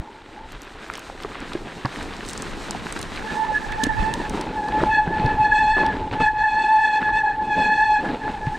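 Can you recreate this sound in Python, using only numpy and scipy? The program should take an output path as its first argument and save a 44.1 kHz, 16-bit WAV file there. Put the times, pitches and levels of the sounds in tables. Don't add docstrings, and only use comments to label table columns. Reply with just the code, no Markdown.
import sys
import numpy as np
from scipy import signal
from scipy.fft import rfft, irfft, next_fast_len
from scipy.io import wavfile
from scipy.ndimage import uniform_filter1d, minimum_filter1d, map_coordinates

SR = 44100
rng = np.random.default_rng(int(sys.argv[2]) if len(sys.argv) > 2 else 0)


def nominal_scale(level):
    x = np.asarray(level, float) / 20
    return 10 ** x


def wrap_up_sound(samples):
    columns = np.atleast_2d(samples).T
    tamed = np.clip(columns, -1, 1)
    steps = np.round(tamed * 32767).astype(np.int16)
    wavfile.write(sys.argv[1], SR, steps)


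N = 378378

# [multiple of the fundamental, level/dB]
OVERTONES = [(1, 0), (2, -5), (3, -19), (4, -27), (5, -28), (6, -43), (7, -42), (8, -46), (9, -42),
             (10, -56.5), (11, -53.5), (12, -63), (13, -70.5), (14, -60), (15, -73.5)]
# [t/s, f/Hz]
ROTOR_PITCH = [(3.25, 866), (3.45, 874), (3.55, 856), (3.75, 862), (3.85, 872), (3.95, 860), (4.05, 872),
               (4.15, 890), (4.3, 868), (4.55, 858), (4.9, 858), (5.5, 862), (6.4, 856), (6.55, 861),
               (7.1, 860), (7.35, 854), (7.6, 860), (8.1, 856)]
STEADINESS = [2.8, 2.0, .8, .5]
FUNDAMENTAL_SLIPS = [3.328, 3.385, 3.459, 3.486, 4.167, 4.619, 4.68, 4.706, 4.825, 4.853, 4.928, 4.97,
                     5.085, 5.122, 5.275, 5.295, 5.36, 5.48, 5.517, 5.587, 5.741, 5.844, 5.874, 5.944,
                     6.228, 6.327, 6.43, 6.508, 6.596, 6.631, 6.678, 6.802, 6.846, 6.997, 7.123, 7.187,
                     7.228, 7.269, 7.318, 7.357, 7.464, 7.502, 7.659, 7.767, 7.851, 8.024, 8.081, 8.49]
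OCTAVE_SLIPS = [3.924, 4.063, 4.945, 4.971, 5.16, 5.311, 5.346, 5.492, 5.542, 5.578, 5.625, 5.664, 5.689,
                5.723, 5.837, 5.859, 6.261, 6.439, 6.471, 6.519, 6.654, 6.736, 6.777, 6.828, 6.872, 6.925,
                6.95, 7.018, 7.042, 7.118, 7.161, 7.257, 7.333, 7.573, 7.617, 7.699, 7.764, 7.806, 7.849,
                8.033]
# [f/Hz, level/dB]
HISS_COLOUR = [(1760, -18), (3000, -12.5), (3860, 0), (4830, -3.5), (5440, -5), (8700, -8.5), (9660, -15.5),
               (10700, -23), (12300, -20.5), (14900, -37), (16000, -46)]


def brake():
    out = np.zeros((2, N))
    first_db, octave_db, third_db, upper_db = grips()
    lock = np.clip((np.maximum(first_db, octave_db) + 38) / 18, 0, 1)
    drag = nominal_scale((1 - lock) * 2 * wobble(35))
    wander = wobble(40)
    jitter_hz = 3 + 30 * (1 - lock) ** 2
    rest_hz = 862.5
    pitch = curves([(0, rest_hz)] + ROTOR_PITCH)[0] + 6 * wander + jitter_hz * wobble(220)
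    phase = 2 * np.pi * np.cumsum(pitch) / SR
    for k, db in OVERTONES:
        group = min(k, 4) - 1
        level_db = [first_db, octave_db, third_db, upper_db + db + 19][group]
        steady = lock * STEADINESS[group]
        sign = slipping([FUNDAMENTAL_SLIPS, OCTAVE_SLIPS][k - 1]) if k < 3 else 1
        beat = beating(width_hz=44 * k ** .45, fastest_hz=110 * k ** .3)
        bend_hz = 6 * (k - 1) ** .5 * np.roll(wander, k * SR)
        stray = 2 * np.pi * np.cumsum(bend_hz) / SR
        locked = sign * steady * np.array([[1], [-.8]])
        loose = beat - np.array([[0], [.8]]) * beat[0]
        flutter = (locked + loose) / np.sqrt(1 + steady ** 2)
        tone = np.imag(flutter * np.exp(1j * (k * phase + stray)))
        out += np.sqrt(2) * nominal_scale(level_db) * drag * tone
    rasp = nominal_scale(upper_db - 25) * grainy(HISS_COLOUR, grain_db=3.0, grain_rate=720, lump_db=3.0)
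    return out + rasp


# [top t/s, half length/s, level/dB]
LIGHT_TOUCHES = [
    (0.07, 0.071, -43),
    (.2, 0.16, -51),
    (0.385, 0.083, -40),
    (.46, .04, -46),
]
# [top t/s, half length/s, level/dB]
GRIPS = [(3.27, 0.13, -35), (3.408, 0.0743, -22), (3.506, 0.067, -22.5), (3.677, 0.148, -35),
         (3.816, 0.0744, -29), (3.913, 0.034, -26), (4.032, 0.12, -26.5), (4.156, 0.096, -34),
         (4.28, 0.1, -33), (4.4, 0.0779, -36), (4.51, 0.1032, -33.5), (4.616, 0.1, -26),
         (4.678, 0.046, -32.5), (4.759, 0.0747, -21.5), (4.892, 0.1, -18.5), (5, 0.06, -17),
         (5.094, 0.1, -31.5), (5.193, 0.12, -23), (5.302, 0.066, -21), (5.385, 0.051, -35),
         (5.434, 0.088, -16.5), (5.488, 0.061, -31), (5.556, 0.068, -19), (5.618, 0.018, -30),
         (5.667, 0.094, -16.5), (5.751, 0.097, -28), (5.849, 0.075, -18.5), (5.929, 0.075, -29.5),
         (6.045, 0.1, -31), (6.176, 0.0754, -31), (6.255, 0.0795, -16), (6.346, 0.059, -27.5),
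         (6.429, 0.089, -21.5), (6.473, 0.077, -30), (6.553, 0.069, -17.5), (6.66, 0.12, -20.5),
         (6.746, 0.08, -16.5), (6.839, 0.082, -17), (6.943, 0.084, -18.5), (7.027, 0.088, -25.5),
         (7.13, 0.087, -20.5), (7.199, 0.06, -27.5), (7.268, 0.067, -16.5), (7.373, 0.11, -28),
         (7.473, 0.094, -25), (7.518, 0.04, -28.5), (7.583, 0.066, -22), (7.633, 0.067, -26.5),
         (7.709, 0.073, -19), (7.81, 0.076, -17.5), (7.882, 0.082, -31), (7.938, 0.089, -19),
         (8.014, 0.13, -31.5), (8.14, 0.1, -34), (8.296, 0.13, -28), (8.418, 0.053, -32.5),
         (8.481, 0.075, -26.5), (8.539, 0.07, -31)]
# [top t/s, half length/s, level/dB]
OCTAVE_SWELLS = [(3.193, 0.078, -42.5), (3.312, 0.1, -35), (3.442, 0.11, -35), (3.562, 0.0503, -22.5),
                 (3.637, 0.046, -32), (3.722, 0.064, -32), (3.826, 0.075, -37), (3.881, 0.09, -34.5),
                 (3.951, 0.065, -33), (4.041, 0.069, -28), (4.136, 0.072, -32.5), (4.235, 0.058, -34),
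                 (4.62, 0.19, -37.5), (4.769, 0.091, -34.5), (4.889, 0.086, -39.5), (4.959, 0.073, -19),
                 (5.044, 0.091, -36), (5.158, 0.079, -27.0), (5.293, 0.065, -27.5), (5.398, 0.2, -35.5),
                 (5.468, 0.057, -27), (5.527, 0.018, -15.5), (5.592, 0.067, -18), (5.677, 0.067, -24.5),
                 (5.767, 0.089, -20.5), (5.872, 0.072, -27.5), (5.941, 0.062, -38), (6.186, 0.05, -35.5),
                 (6.266, 0.069, -17.5), (6.366, 0.047, -30), (6.44, 0.065, -18.5), (6.52, 0.072, -28.5),
                 (6.595, 0.066, -21.5), (6.66, 0.032, -32), (6.72, 0.089, -23.5), (6.795, 0.04, -27.5),
                 (6.864, 0.072, -19), (6.964, 0.086, -23), (7.069, 0.078, -21.5), (7.129, 0.036, -32),
                 (7.179, 0.056, -20.5), (7.214, 0.015, -27), (7.29, 0.092, -23.5), (7.43, 0.089, -36),
                 (7.538, 0.072, -25), (7.603, 0.051, -32.5), (7.658, 0.079, -20.5), (7.722, 0.058, -31.5),
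                 (7.777, 0.091, -22.5), (7.852, 0.097, -24.5), (7.967, 0.057, -20.5), (8.072, 0.078, -30.5),
                 (8.246, 0.077, -33.5), (8.361, 0.11, -43.5), (8.466, 0.063, -38), (8.551, 0.04, -36.5)]
# [top t/s, half length/s, level/dB]
TWELFTH_SWELLS = [(3.293, 0.15, -52), (3.572, 0.11, -51), (3.732, 0.087, -46), (3.871, 0.0505, -59),
                  (4.006, 0.038, -39.5), (4.096, 0.091, -44), (4.235, 0.068, -45.5), (4.55, 0.36, -52),
                  (4.944, 0.079, -36.5), (5.029, 0.15, -49.5), (5.168, 0.062, -51.5), (5.283, 0.15, -42.5),
                  (5.448, 0.063, -35), (5.572, 0.1, -31), (5.692, 0.093, -32.5), (5.802, 0.073, -34.5),
                  (5.892, 0.06, -46.5), (6.236, 0.062, -33.5), (6.301, 0.13, -49.5), (6.41, 0.052, -39.5),
                  (6.52, 0.11, -36.5), (6.635, 0.073, -34), (6.705, 0.049, -40), (6.765, 0.052, -37),
                  (6.854, 0.077, -31.5), (6.954, 0.061, -31.5), (7.064, 0.075, -40.5),
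                  (7.169, 0.064, -32.5), (7.288, 0.092, -42.5), (7.448, 0.049, -45.5),
                  (7.543, 0.081, -34.5), (7.633, 0.067, -29.5), (7.722, 0.098, -36.5),
                  (7.822, 0.093, -37.5), (7.937, 0.11, -37.5), (8.171, 0.49, -52)]


def grips():
    third_db = swells(TWELFTH_SWELLS)
    upper_db = -33.5 + (third_db + 33.5) - 0.15 * bumps()
    return swells(LIGHT_TOUCHES + GRIPS), swells(OCTAVE_SWELLS), third_db, upper_db


def slipping(times):
    t = np.arange(0, N + 32, 32) / SR
    sign = np.prod(np.tanh((t - np.array(times)[:, None]) / .007), axis=0)
    return np.interp(np.arange(N) / SR, t, sign)


def beating(width_hz, fastest_hz):
    noise = rng.standard_normal((2, N)) + 1j * rng.standard_normal((2, N))
    for hz in (width_hz / 2, fastest_hz, fastest_hz):
        noise = signal.lfilter([1], [1, -np.exp(-2 * np.pi * hz / SR)], noise)
    return unit(noise)


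# [top t/s, half length/s, level/dB]
NEIGHBOUR_SWELLS = [
    (3.45, 0.11, -36),
    (4.15, 0.12, -33),
    (4.38, 0.064, -34),
    (5.36, 0.064, -46),
    (5.6, 0.15, -41),
]


def neighbour():
    mode_hz = 950
    tone = np.exp(2j * np.pi * mode_hz * np.arange(N) / SR)
    band = np.imag(beating(width_hz=50, fastest_hz=110) * tone)
    return np.sqrt(2) * nominal_scale(swells(NEIGHBOUR_SWELLS)) * band


# [t/s, carcass load level/dB, loose litter level/dB]
GROUND = [(0, -39.5, -51), (.25, -47.5, -55), (.7, -46, -51.5), (1.0, -46, -48), (1.3, -40.5, -47),
          (1.6, -37.5, -45.5), (2.0, -38, -44), (2.4, -36, -41), (3.0, -36, -41.5), (3.8, -36.5, -44),
          (4.3, -35, -45), (4.65, -35, -48.5), (5.0, -39, -52), (5.7, -41.5, -55), (6.3, -41, -52),
          (6.8, -42.5, -52.5), (7.8, -40.5, -57), (8.58, -37.5, -46.5)]
# [f/Hz, level/dB]
CARCASS_COLOUR = [(47, -38), (80, -19), (119, -5), (173, 1), (264, 2.5), (449, -1), (641, -7.5),
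                  (800, -4.5), (1040, -8.5), (1760, -120)]
# [f/Hz, level/dB]
GRIT_COLOUR = [(350, -11), (600, -4.5), (899, -2.5), (1070, 0), (1580, 1), (2390, -4), (3930, -9.5),
               (4500, -16), (5850, -28), (9900, -120)]


def rolling():
    load_db, litter_db = curves(GROUND)
    bump_db = bumps()
    thud = nominal_scale(load_db + bump_db - .4) * grainy(CARCASS_COLOUR, grain_db=2.4, grain_rate=110, lump_db=1.2)
    belly = filtered(thud, lambda hz: 1 / (1 + (hz / 269) ** 6))
    unloaded_db = 0.81 * np.minimum(load_db + bump_db + 36.5, 0)
    thud = thud + (nominal_scale(unloaded_db) - 1) * belly
    grit_db = litter_db + 0.96 * bump_db + 4
    grit = nominal_scale(grit_db) * grainy(GRIT_COLOUR, grain_db=2.5, grain_rate=450, lump_db=1.3)
    hiss_db = -58.5 + 1.36 * (litter_db + 41.5) + 0.69 * bump_db + 12
    hiss = nominal_scale(hiss_db) * grainy(HISS_COLOUR, grain_db=0.5, grain_rate=3200, lump_db=1.6)
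    return thud + grit + hiss


# [top t/s, climb/s, drop/s, swell level/dB]
BUMPS = [(.39, 0.34, 0.27, 3.5), (.95, 0.83, 0.22, 5), (1.21, 0.01, 0.03, 3), (1.5, 0.47, 0.11, 3),
         (2.02, 0.14, 0.038, 4.5), (2.969, 0.024, 0.013, 6.5), (3.32, 0.026, 0.14, 5.5),
         (3.87, 0.099, 0.0088, 5.5), (4.03, 0.16, 0.57, 3.5), (4.35, 0.035, 0.35, 5),
         (4.82, 0.2, 0.19, 13.5), (5.241, 0.29, 0.4, 14), (5.588, 0.022, 0.13, 7),
         (5.779, 0.025, 0.46, 17.5), (6.13, 0.02, 0.09, 13), (6.211, 0.016, 0.06, 19),
         (6.621, 0.15, 0.1, 5.5), (7.018, 0.039, 0.021, 12.5), (7.09, 0.058, 0.039, 6.5),
         (7.099, 0.15, 0.3, 4), (6.87, 0.046, 0.097, 2.5), (7.57, 0.036, 0.2, 14), (7.45, 0.22, 0.1, 6.5),
         (8.04, 0.069, 0.16, 12.5), (8.14, 0.11, 0.077, 7), (8.29, 0.11, 0.1, 7.5), (8.48, 0.036, 0.26, 2)]


def bumps():
    t = np.arange(N) / SR
    return sum(np.interp(t, [s - climb, s, s + drop], [0, db, 0]) for s, climb, drop, db in BUMPS)


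# [t/s, peak level/dB, low ring f/Hz, clack level/dB]
KNOCKS = [(1.244, -17.5, 420, -25), (1.548, -13.5, 350, -22), (1.8448, -19, 129, -6),
          (1.846, -22, 285, -27), (3.829, -15, 253, -23), (3.317, -23, 208, -18), (3.513, -18.5, 530, -29),
          (3.864, -12.5, 285, -27), (4.019, -19, 196, -21.5), (4.334, -26.5, 268, -1),
          (4.39, -19, 323, -26), (4.801, -18.5, 157, -5.5), (4.828, -4, 350, -34), (5.072, -18, 171, -10.5),
          (5.194, -19, 179.8, -14), (5.241, -13, 128, -27), (5.26, -16, 275, -35), (5.396, -24, 121, -22),
          (5.762, -20, 324, -13), (5.827, -14.5, 344, -5), (5.964, -21.5, 294, -14.5),
          (6.111, -23, 111, -10.5), (6.2, -21.5, 159, -1), (7.008, -31, 255, -2.5), (7.563, -22, 282, -20),
          (8.043, -27, 344, -0.5), (8.086, -19.5, 274, -12), (8.126, -19.5, 254, -31.5),
          (8.269, -25, 302, -22), (8.466, -16.5, 142, -22)]
# [t/s, peak level/dB, ring f/Hz]
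PEBBLES = [(0.899, -9.5, 1360), (0.938, -19, 2000), (1.098, -17.5, 800), (1.317, -19.5, 1270),
           (1.354, -19, 1120), (1.519, -17.5, 1260), (1.8502, -11, 1050), (1.8537, -10, 1050),
           (1.859, -9, 1000), (1.928, -23, 1750), (1.959, -15.5, 1900), (2.207, -17, 1700),
           (2.428, -21.5, 1250), (2.708, -18.5, 890), (2.867, -12.5, 1490), (2.963, -14.5, 1420),
           (3.174, -13.5, 2400), (3.224, -19, 1500), (3.724, -12.5, 2020), (5.352, -26, 1150),
           (4.025, -26, 713), (8.05, -17, 900), (8.084, -24.5, 1070), (8.13, -28, 710),
           (1.247, -15.5, 1140), (4.836, 2.5, 895), (5.96, -25, 1210), (8.278, -12, 866), (5.782, -9, 1040),
           (5.834, -9.5, 1020), (0.981, -19.5, 1100), (1.202, -25, 1110), (1.419, -22, 493),
           (2.748, -15.5, 794), (4.687, -12, 950), (4.818, -14, 603), (5.197, -15.5, 2440),
           (5.768, -13, 700), (5.981, -30, 1514), (6.112, -18.5, 2350), (6.201, -19.5, 2240),
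           (6.217, -16, 1290), (7.027, -11.5, 1500), (7.09, -14.5, 1100), (7.578, -15, 615),
           (8.466, -23, 2480)]


def knocks():
    out = np.zeros(N)
    for s, db, hz, clack_db in KNOCKS:
        low = ring(hz, 11 / hz, rise=0.0011) + 0.24 * ring(1.55 * hz, 9 / hz, rise=0.00054)
        clack = sum(ring(f, .045) for f in rng.uniform(550, 1900, size=4))
        add(out, s + .004, nominal_scale(db + 4) * (nominal_scale(clack_db - 8) * clack - low))
    for s, db, hz in PEBBLES:
        rise = .25 / hz
        tap = ring(hz, 12 / hz, rise)
        tap = tap - 0.35 * ring(1.75 * hz, 10 / hz, rise) - 0.35 * ring(0.6 * hz, 11 / hz, rise)
        add(out, s + 0.00085, nominal_scale(db - 2.36) * tap)
    return out * np.array([[1], [-.3]])


# [t/s, peak level/dB, ring f/Hz]
PAWLS = [(0.521, -36, 12300), (0.619, -34, 12300), (.647, -46, 12400), (0.883, -43.5, 11900),
         (.9124, -44, 11800), (0.994, -31.5, 12200), (1.225, -36, 12100), (1.403, -34, 7900),
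         (2.0276, -30.5, 7700), (2.2636, -30.5, 7650), (2.281, -29, 8300), (2.288, -22.5, 6550),
         (2.3027, -26.5, 8100), (2.31, -28, 8600), (2.333, -22.5, 8770), (2.377, -23, 8200),
         (2.422, -22, 8700), (2.709, -16, 7760), (2.9248, -21, 8850), (2.991, -24.5, 8900),
         (3.015, -23, 8800), (3.867, -31.5, 7040)]
# [t/s, peak level/dB, ring f/Hz]
CABLES = [(0.6325, -37.5, 5720), (0.901, -43, 11800), (0.937, -29.5, 8140), (0.9545, -29, 7100),
          (0.976, -32.5, 12200), (2.1665, -35.5, 6740), (2.294, -30, 8300), (2.297, -26, 6260),
          (3.0284, -24.5, 6100), (3.721, -29.5, 6400), (3.8362, -15.5, 6100), (3.839, -13, 6600),
          (4.139, -19.5, 5750), (4.2963, -23.5, 6060), (4.4117, -23.5, 6130)]
# [t/s, peak level/dB, ring f/Hz]
HOUSINGS = [(1.235, -39, 7350), (1.5337, -35, 5640), (1.856, -35, 5800), (2.2503, -40.5, 5780),
            (3.1616, -36.5, 6650), (4.685, -39, 5680), (4.8354, -33.5, 5760), (5.262, -37, 5750),
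            (5.864, -34, 6550)]
# [f/Hz, level/dB]
STEEL_COLOUR = [(3500, -30), (5000, -2), (6100, 0), (7100, -2), (8400, 0.5), (10000, -6.5), (12200, -19.5),
                (14000, -25.5), (16000, -23)]
# [f/Hz, level/dB]
CLAMP_COLOUR = [(1200, -28), (2800, 8), (4000, 10.5), (5400, 1.5), (7000, -36.5)]


def ticks():
    bright, body, tone = np.zeros((3, 2, N))
    t = np.arange(1200) / SR
    for rows, clamp_db in [(PAWLS, -19.5), (CABLES, -7), (HOUSINGS, 6)]:
        for s, db, hz in rows:
            decay = nominal_scale(db + 4 - 60 * t / .005) + nominal_scale(db - 14 - 60 * t / .04)
            crack = decay * np.sign(rng.standard_normal((2, len(t)))) * np.array([[1], [3]])
            add(bright, s, crack)
            add(body, s, nominal_scale(clamp_db) * crack)
            place = np.array([[1], [rng.normal(0, 2)]])
            add(tone, s, nominal_scale(db - 9) * ring(hz, 0.012) * place)
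    steel = filtered(bright, lambda hz: nominal_scale(along(STEEL_COLOUR, hz)))
    clamp = filtered(body, lambda hz: nominal_scale(along(CLAMP_COLOUR, hz)))
    return tone + steel + clamp


# [t/s, level/dB]
WIND_LEVEL = [(0.0, -21), (0.035, -56.5), (1.8, -47), (2.3, -43), (3.7, -44), (3.82, -35.5), (4.7, -43.5),
              (4.8, -36.5), (6.14, -39.5), (6.66, -48), (7.67, -43), (8.27, -47.5), (8.48, -38),
              (8.58, -44)]
# [f/Hz, level/dB per Hz]
BUFFET_COLOUR = [(12, -29.5), (20, 1), (48, -5.5), (81, -10), (130, -13), (170, -23.5), (290, -120)]


def wind():
    level = nominal_scale(curves(WIND_LEVEL)[0] + 5.5)
    return level * grainy(BUFFET_COLOUR, grain_db=-1.5, grain_rate=10, lump_db=3.5)


def unit(x):
    return x / np.sqrt(np.mean(np.abs(x) ** 2) + 1e-20)


def along(points, hz):
    f, v = np.transpose(points)
    return np.interp(np.log(hz + 1), np.log(f + 1), v)


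def curves(rows):
    s, *cols = np.transpose(rows)
    return [np.interp(np.arange(N) / SR, s, c) for c in cols]


def swells(rows):
    overlap = .7
    t, level = np.arange(0, N + 64, 64) / SR, 1e-3
    for s, half, db in rows:
        shape = np.cos(np.pi / 2 * np.clip((t - s) / half, -1, 1)) ** 2
        level = level + (nominal_scale(db) * shape) ** overlap
    return np.interp(np.arange(N) / SR, t, 20 / overlap * np.log10(level))


def wobble(rate):
    knots = rng.standard_normal(int(N * 2000 / SR) + 4)
    return map_coordinates(knots, [np.arange(N) * min(rate, 2000) / SR])


def filtered(x, response):
    m = next_fast_len(N + SR // 4)
    return irfft(rfft(x, m) * response(np.fft.rfftfreq(m, 1 / SR)), m)[..., :N]


def grainy(spectrum, grain_db, grain_rate, lump_db):
    chop = nominal_scale(grain_db * wobble(grain_rate) + lump_db * wobble(22))
    return unit(filtered(chop * rng.standard_normal((2, N)), lambda hz: nominal_scale(along(spectrum, hz))))


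def add(track, s, sound):
    part = track[..., round(s * SR):][..., :sound.shape[-1]]
    part += sound[..., :part.shape[-1]]


def ring(hz, t60, rise=0.0001):
    t = np.arange(SR // 8) / SR
    return np.sin(2 * np.pi * hz * t) * nominal_scale(-60 * t / t60) * (1 - np.exp(-t / rise))


def scene():
    mid, side = brake() + neighbour() + rolling() + knocks() + ticks() + wind()
    return np.array([mid + side, mid - side])


def low_pass(x):
    return signal.sosfilt(signal.butter(12, 16510, fs=SR, output="sos"), x)


# [t/s, side over mid level/dB]
STEREO_WIDTH = [(0, -66), (.9, -27.5), (2.5, -15), (3.6, -13), (4.0, -8), (4.35, -26), (4.8, -56.5),
                (8.6, -75.5)]
# [f/Hz, level/dB]
SIDE_COLOUR = [(25, 0), (90, 12), (180, 8), (300, 1), (450, 0), (860, 8), (1300, 1), (3000, 1), (4500, -8),
               (7500, -10), (10000, -15)]


def record(dry):
    split_hz, top_hz = 11200, 15900
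    mid, side = (dry[0] + dry[1]) / 2, (dry[0] - dry[1]) / 2
    narrowed = nominal_scale(curves(STEREO_WIDTH)[0]) * side
    low = filtered(narrowed, lambda hz: nominal_scale(along(SIDE_COLOUR, hz)) * (hz < split_hz))
    top = filtered(nominal_scale(-9) * side + .2 * mid, lambda hz: hz >= split_hz)
    pair = np.array([mid + low + top, mid - low - top])
    need = np.minimum(1, 0.54 / (np.abs(pair).max(axis=0) + 1e-9))
    gain = uniform_filter1d(minimum_filter1d(need, size=401), size=301)
    return low_pass(filtered(pair * gain, lambda hz: hz < top_hz))


dry = scene()
out = record(dry)
wrap_up_sound(out)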